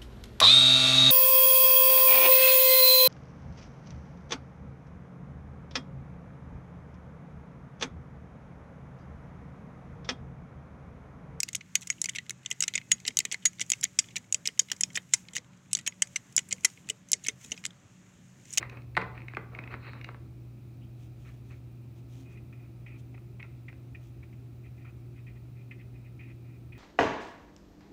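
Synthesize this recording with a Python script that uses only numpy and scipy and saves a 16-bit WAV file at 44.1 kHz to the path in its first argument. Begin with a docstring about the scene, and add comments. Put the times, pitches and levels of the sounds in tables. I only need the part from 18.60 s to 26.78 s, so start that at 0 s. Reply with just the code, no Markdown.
"""A small room, one microphone close to a painting table. Ventilation rumbles under a low mains hum.
A plastic paint cup is knocked down and clatters, ringing the table top; a brush handle ticks on its
rim, and scrapes and squeaks come from the cup as surfaces stick and slip. An arm swishes over, then
the loaded brush dabs and strokes the canvas, its wet bristles catching on the weave and singing."""
import sys
import numpy as np
from scipy import signal
from scipy.fft import rfft, irfft
from scipy.io import wavfile
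from scipy.ndimage import uniform_filter1d

SR = 44100
rng = np.random.default_rng(int(sys.argv[2]) if len(sys.argv) > 2 else 0)


def master_out(mix):
    """Clip the mix to full scale and print it as 16-bit PCM to the path in sys.argv[1]."""
    frames = np.transpose(np.atleast_2d(mix))
    ceiling = np.clip(frames, -1, 1)
    pcm = np.round(ceiling * 32767).astype(np.int16)
    wavfile.write(sys.argv[1], SR, pcm)


N = 360738


def gain_of(db):
    """Decibels to gain."""
    return 10 ** (np.asarray(db) / 20)


def unit_rms(x):
    """Scales to rms 1."""
    return x / np.sqrt(np.mean(x ** 2) + 1e-20)


def curve_at(points, hz):
    """Reads a table along a log-frequency axis."""
    f, value = np.transpose(points)
    return np.interp(np.log(hz + 1), np.log(f + 1), value)


def add(mix, s, sound):
    """Lays a sound into the mix at s seconds."""
    part = mix[max(round(s * SR), 0):][:len(sound)]
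    part += sound[:len(part)]


def click(colour, tilt_db=0, size=2048):
    """The causal response of a small body with this colour, tilted about 2 kHz."""
    hz = abs(np.fft.fftfreq(size, 1 / SR))
    octaves = np.log2(np.clip(hz, 300, 9000) / 2000)
    radiated = 1 / np.hypot(1, (129.7 / np.maximum(hz, 20)) ** 2)  # small objects give off little bass
    log_gain = np.log(radiated * gain_of(curve_at(colour, hz) + tilt_db * octaves))
    minimum_phase = np.exp(np.conj(signal.hilbert(log_gain)))
    return np.fft.ifft(minimum_phase).real[:size // 2]


def friction(colour, slips_per_s, spread_db):
    """Many tiny slips of uneven size, each ringing the body; rms 1."""
    sizes = gain_of(spread_db * np.minimum(rng.exponential(1, N), 4)) * rng.choice([-1, 1], N)
    slips = sizes * (rng.random(N) < slips_per_s / SR)
    return unit_rms(signal.oaconvolve(slips, click(colour))[:N])


def sing(hz, waver_hz):
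    """Almost regular sticking and slipping, on a wavering pitch; rms 1."""
    waver = unit_rms(uniform_filter1d(rng.standard_normal(N), size=70))
    return np.sqrt(2) * np.sin(2 * np.pi * np.cumsum(hz + waver_hz * waver) / SR)


def blend(noise, tone, share):
    """Gives the tone this share of the power."""
    return np.sqrt(1 - share) * noise + np.sqrt(share) * tone


def arch(s, length, db):
    """The envelope of a movement that gathers speed and slows again."""
    return gain_of(db) * np.sin(np.pi * np.clip((np.arange(N) / SR - s) / length, 0, 1))


def rub(row, grit, body, rise_s, fall_s):
    """A contact presses in, swells or eases, and lifts off; a harder push sounds the body beneath."""
    s, length, db, swell_db, push_db = row
    t = np.arange(SR // 2) / SR
    attack = np.sin(np.pi / 2 * np.minimum(t / rise_s, 1))
    level = gain_of(db + swell_db * (np.minimum(t / length, 1) - .5))
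    release = np.exp(-np.maximum(t - length, 0) / fall_s)
    force = np.zeros(N)
    add(force, s, level * attack * release)
    return force * (grit + gain_of(push_db) * body)


def blows(rows, colour, modes, rattle, rattle_growth, rattle_s, graze_db):
    """Each blow is a light graze, a sharp click, a brief rattle of the contact, and ringing modes."""
    out, t = np.zeros(N), np.arange(SR // 5) / SR
    ring = sum(gain_of(db - 60 * t / t60) * np.sin(2 * np.pi * hz * t) for hz, db, t60 in modes)
    for s, db, tilt_db in rows:
        chatter = rattle * gain_of(rattle_growth * (db + 33.5))  # harder blows rattle more
        force = chatter * rng.standard_normal(len(t)) * np.exp(-t / rattle_s)
        force[0] = 1  # the impact itself
        hit = signal.fftconvolve(force, click(colour, tilt_db))[:len(t)]
        hit /= abs(hit).max()
        add(out, s - .0028, gain_of(db + graze_db) * hit)  # an edge grazes just before the blow lands
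        add(out, s, gain_of(db) * (hit + ring))
    return out


def bend(x, dispersion_s):
    """Bending waves in the table top: the lower the note, the later it arrives."""
    hz = np.maximum(np.fft.rfftfreq(len(x), 1 / SR), 150)
    lag_s = dispersion_s * np.maximum(np.sqrt(2000 / hz) - np.sqrt(2000 / 2800), 0)
    phase = 2 * np.pi * np.cumsum(lag_s) * SR / len(x)
    return irfft(rfft(x) * np.exp(-1j * phase), len(x))


# The steady background of rumble and hiss. Each row: frequency in Hz, relative level in dB.
BACKGROUND_COLOUR = [(20, -50), (44, -16.5), (56, -1), (100, -7), (160, -9.5), (250, -14), (370, -17.5),
                     (440, -25.5), (720, -28), (950, -35), (1700, -40), (4500, -45), (9000, -50.5),
                     (14000, -53.5)]
# Ventilation resonances, the microphone's ring near 2.5 kHz and the recorder's high hiss.
# Each row: centre in Hz, width in Hz, lift in dB.
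BACKGROUND_PEAKS = [(55, 4.8, -3.5), (81.7, 2.6, 7.5), (134.3, 12, 6), (188, 3.8, 0.5), (212.9, 3.5, 7),
                    (266.7, 9.2, 9), (324, 6.2, 10), (347.3, 10, 8), (395.7, 3.8, 10), (1308, 91, 4.5),
                    (2460, 306, 7.5), (3890, 210, 3), (8830, 160, 2.5), (9550, 160, 3.5), (14920, 340, 16)]
def background(noise_db=-51, hum_db=-46.5, hum_hz=120.17):
    """Ventilation rumble with its resonances, faint hiss, and a steady mains hum."""
    hz = np.fft.rfftfreq(N, 1 / SR)
    peaks_db = sum(db * np.exp(-((hz - f) / width) ** 2) for f, width, db in BACKGROUND_PEAKS)
    spectrum = rfft(rng.standard_normal(N)) * gain_of(curve_at(BACKGROUND_COLOUR, hz) + peaks_db)
    noise = unit_rms(irfft(spectrum, N))
    hum = unit_rms(np.sin(2 * np.pi * (hum_hz * np.arange(N) / SR + rng.random())))
    return gain_of(noise_db) * noise + gain_of(hum_db) * hum


# The arm, faint at the microphone. 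Each row: start in seconds, length in seconds, level in dB.
SWISHES = [(2.37, 0.12, -68.5), (2.54, 0.28, -70), (2.83, .17, -71.5), (3.346, .07, -72),
           (3.468, 0.21, -66), (3.69, 0.073, -69), (4.375, .04, -67), (5.38, .15, -71.5)]
# Its soft hiss. Each row: frequency in Hz, relative level in dB.
SWISH_COLOUR = [(500, 7.5), (1500, -4), (3200, 5.5), (4800, -4), (6300, 2), (9000, -8), (14000, -14)]
def arm_swishes():
    """The arm brushes past as it reaches: dense friction that swells and fades."""
    movement = sum(arch(*row) for row in SWISHES)
    return movement * friction(SWISH_COLOUR, slips_per_s=6000, spread_db=5.0)


# Faint squeaks at the cup. Each row: start in seconds, length in seconds, level in dB, pitch in Hz.
SQUEAKS = [(1.18, 0.23, -65, 4020), (2.205, 0.059, -69, 2890)]
def cup_squeaks():
    """Rubbed plastic sticks and slips fast enough to give a pitch."""
    return sum(arch(s, length, db) * sing(hz, waver_hz=274) for s, length, db, hz in SQUEAKS)


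# Scraping in and around the cup. Each row: start in seconds, length in seconds, level in dB,
# swell from start to end in dB, push in dB (a boost to the table's sound).
SCRAPES = [(-.01, .06, -52, -11, 5), (0.111, 0.08, -58, -5, 5.5), (0.542, 0.13, -61.5, -20.5, -15),
           (.69, .04, -62, 3, -4), (0.914, 0.18, -65, -4, 14), (1.1, 0.041, -49, 2, 1.5),
           (1.214, 0.076, -51.5, 8, -5), (1.337, 0.073, -58, -6, 3.5), (1.46, 0.051, -62, 0, 9),
           (2.64, 0.051, -61.5, 6, -14), (2.894, 0.045, -59.5, -8, -12)]
# The grit, then the table under it. Each row: frequency in Hz, relative level in dB.
GRIT_COLOUR = [(150, 1.5), (400, -23.5), (800, -6.5), (1250, 4.5), (1700, 2.5), (2500, 7), (2900, -6),
               (3450, -17), (4100, -7), (5200, -28), (8000, -57), (15000, -30.5)]
TABLE_COLOUR = [(40, -33.5), (170, -2), (450, 5), (750, -3.5), (1250, -0.5), (1900, -13), (3000, -28),
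                (8000, -41)]
def cup_scrapes():
    """The brush scrapes grittily in the cup, and the table sounds beneath it."""
    grit = friction(GRIT_COLOUR, slips_per_s=2800, spread_db=2.0)
    table = gain_of(-3.5) * friction(TABLE_COLOUR, slips_per_s=980, spread_db=1.0)
    return sum(rub(row, grit, table, rise_s=.018, fall_s=.018) for row in SCRAPES)


# Dabs, close to the microphone. Each row: start in seconds, level in dB,
# push in dB (a boost to the canvas's sound), pitch in Hz.
DABS = [(3.772, -59, -7, 2410), (3.926, -57, 7, 2350), (4.262, -49, -1, 2253), (4.541, -57, 12, 2250),
        (4.574, -60.5, 15, 2430), (4.796, -46.5, 5.5, 2120), (5.081, -46, 4.5, 2026),
        (5.347, -48.5, -7, 2406), (5.627, -55.5, 7, 2330), (5.726, -62, 6.5, 2310),
        (7.11, -46.5, -3.5, 2407), (7.591, -55, 2, 2286), (8.122, -51, -7, 2420)]
# Strokes along the canvas. Each row: start in seconds, length in seconds, level in dB,
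# swell from start to end in dB, push in dB.
STROKES = [(3.655, .12, -65.5, 1.5, 8), (3.942, .12, -70, 6, 12), (4.275, 0.094, -61.5, -4, 4.5),
           (4.835, .022, -63.5, -2, 22.5), (6.031, 0.037, -64.5, 9, -1), (6.176, 0.056, -65.5, -1, 0),
           (6.244, 0.057, -61, -3, 12), (6.558, 0.038, -64.5, 1.5, 5), (6.664, 0.044, -59.5, -4, -2),
           (6.755, .025, -66, -3, 9), (6.95, 0.071, -69, 5, 5), (7.12, 0.023, -61, -5, 6),
           (7.181, 0.038, -61.5, 9, -4), (7.338, 0.075, -69.5, -15, -11), (7.443, 0.037, -64.5, 4, -10),
           (7.603, 0.062, -59, -9, -3.5), (7.672, 0.047, -60.5, 2, 4), (7.843, 0.13, -68.5, -2, 5.5),
           (8.145, .04, -61.5, 0, -4)]
# The bristles, then the canvas under them. Each row: frequency in Hz, relative level in dB.
BRISTLE_COLOUR = [(500, -39), (1550, -20.5), (1850, -5), (2060, -1), (2240, -9.5), (2450, 3), (2700, -11),
                  (3300, -20.5), (4500, -34), (7000, -40.5), (15000, -56)]
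CANVAS_COLOUR = [(150, 11), (450, -2.5), (1000, 1.5), (1400, 6), (1900, -25), (3000, -44), (8000, -41)]
def brush_on_canvas(dab_s=.0079, settle_s=.075):
    """Wet bristles catch on the weave and sing: short dabs, each on its own pitch, and longer strokes."""
    bristles = friction(BRISTLE_COLOUR, slips_per_s=2800, spread_db=1.0)
    canvas = gain_of(-15) * friction(CANVAS_COLOUR, slips_per_s=2000, spread_db=5.5)
    stroke_song = sing(hz=2445, waver_hz=124.7)
    out = np.zeros(N)
    for s, db, push_db, hz in DABS:
        voice = blend(bristles, sing(hz, waver_hz=188), share=.4)
        out += rub((s, dab_s, db, 0, push_db), voice, canvas, rise_s=.0035, fall_s=.0082)
    for row in STROKES:
        settled = 1 - np.exp(-(row[1] / settle_s) ** 2)  # the longer the stroke, the more it sings
        voice = blend(bristles, stroke_song, share=.6 * settled)
        out += rub(row, voice, canvas, rise_s=.0072, fall_s=.008)
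    return out


# Light ticks at the cup. Each row: start in seconds, level in dB, brightness in dB per octave.
TICKS = [(.0975, -36.5, 2.5), (.1716, -39, -6.5), (.2205, -49, 5), (.3518, -36, -2), (.4155, -31.5, -2.5),
         (.578, -34.5, -6.5), (.6045, -44.5, -3), (.6191, -39, -2.5), (.6836, -30.5, -3), (.749, -37, 1),
         (.9498, -32.5, -5), (.9885, -27.5, -7), (1.0385, -36, -5), (1.0761, -35, -7), (1.122, -48, -12),
         (1.4133, -35, 0.5), (1.4447, -31.5, -2), (4.8283, -33.5, -1.5), (5.1285, -41, -10)]
# The click of a tick. Each row: frequency in Hz, relative level in dB.
TICK_COLOUR = [(200, -27), (800, -24), (1500, -13), (2000, -1), (2480, 5), (3100, -17.5), (4100, -15.5),
               (6500, -31), (9000, -44), (15000, -42)]
# The cup's wall. Each row: pitch in Hz, level against the click in dB, seconds to fall 60 dB.
CUP_MODES = [(2000, -23.5, 0.048), (2540, -25, 0.078)]
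def handle_ticks():
    """The brush handle and the cup's rim tick, and the thin wall rings."""
    ticks = blows(TICKS, TICK_COLOUR, CUP_MODES,
                  rattle=.21, rattle_growth=.7, rattle_s=.0019, graze_db=-16.5)
    return bend(ticks, dispersion_s=.00195)


# The cup on the table, loudest at the microphone.
# Each row: start in seconds, level in dB, brightness in dB per octave.
KNOCKS = [(.0283, -23.5, -1), (.3683, -12.5, -1), (.3752, -10, -3.5), (.4225, -25, -8), (.7364, -33, -5),
          (.7696, -19.5, -4.5), (1.1405, -26, -3.5), (1.3335, -34, 1), (1.4893, -29.5, -4),
          (1.5455, -37, -4)]
# The click of a knock. Each row: frequency in Hz, relative level in dB.
KNOCK_COLOUR = [(30, -54), (90, -9.5), (180, -16), (440, -3.5), (800, -4.5), (1300, 3.5), (1950, 3),
                (2500, -1), (3000, -16.5), (4000, -14), (6500, -40), (8700, -31), (11000, -51),
                (15000, -38)]
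# Table and cup together. Each row: pitch in Hz, level against the click in dB, seconds to fall 60 dB.
TABLE_MODES = [(185, -30, 0.37), (456, -25.5, 0.17), (544, -34, 0.19), (725, -59, 0.033), (914, -35, .07),
               (1300, -30, 0.078), (1360, -32, 0.087), (2000, -13.5, 0.013)]
def cup_knocks():
    """The plastic cup clatters on the table in firm blows that ring them both."""
    knocks = blows(KNOCKS, KNOCK_COLOUR, TABLE_MODES,
                   rattle=.087, rattle_growth=.1, rattle_s=.0033, graze_db=-24)
    return bend(knocks, dispersion_s=.00248)


# The small room's decay. Each row: frequency in Hz, seconds to fall 60 dB.
ROOM_T60 = [(150, 0.27), (600, 0.72), (2000, 0.36), (4500, 0.37), (12000, 0.2)]
def room_reflections(x, size=256):
    """Dense reflections that build up within milliseconds, the treble dying first."""
    hz, t, noise = signal.stft(rng.standard_normal(SR * 3 // 4), SR, nperseg=size)
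    decay = gain_of(-60 * t / curve_at(ROOM_T60, hz)[:, None])
    tail = signal.istft(noise * decay, SR, nperseg=size)[1]
    tail *= 1 - np.exp(-(np.arange(len(tail)) / SR / .0012) ** 2)
    return signal.fftconvolve(x, tail / np.linalg.norm(tail))[:N]


def scene():
    """At the microphone: the cup's knocks stir the room most; the brush is close and fairly dry."""
    knocks, ticks = cup_knocks(), handle_ticks()
    rubbing = brush_on_canvas() + cup_scrapes() + cup_squeaks() + arm_swishes()
    into_room = gain_of(-10) * knocks + gain_of(-10.5) * ticks + gain_of(-13) * rubbing
    return (knocks + ticks + rubbing + room_reflections(into_room) + background())[None]


def record(dry):
    """The recorder takes one channel, up to 15.8 kHz."""
    lowpass = signal.firwin(511, 15800, window=("kaiser", 9), fs=SR)
    return signal.oaconvolve(dry, lowpass[None], "same")


dry = scene()
out = record(dry)
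master_out(out)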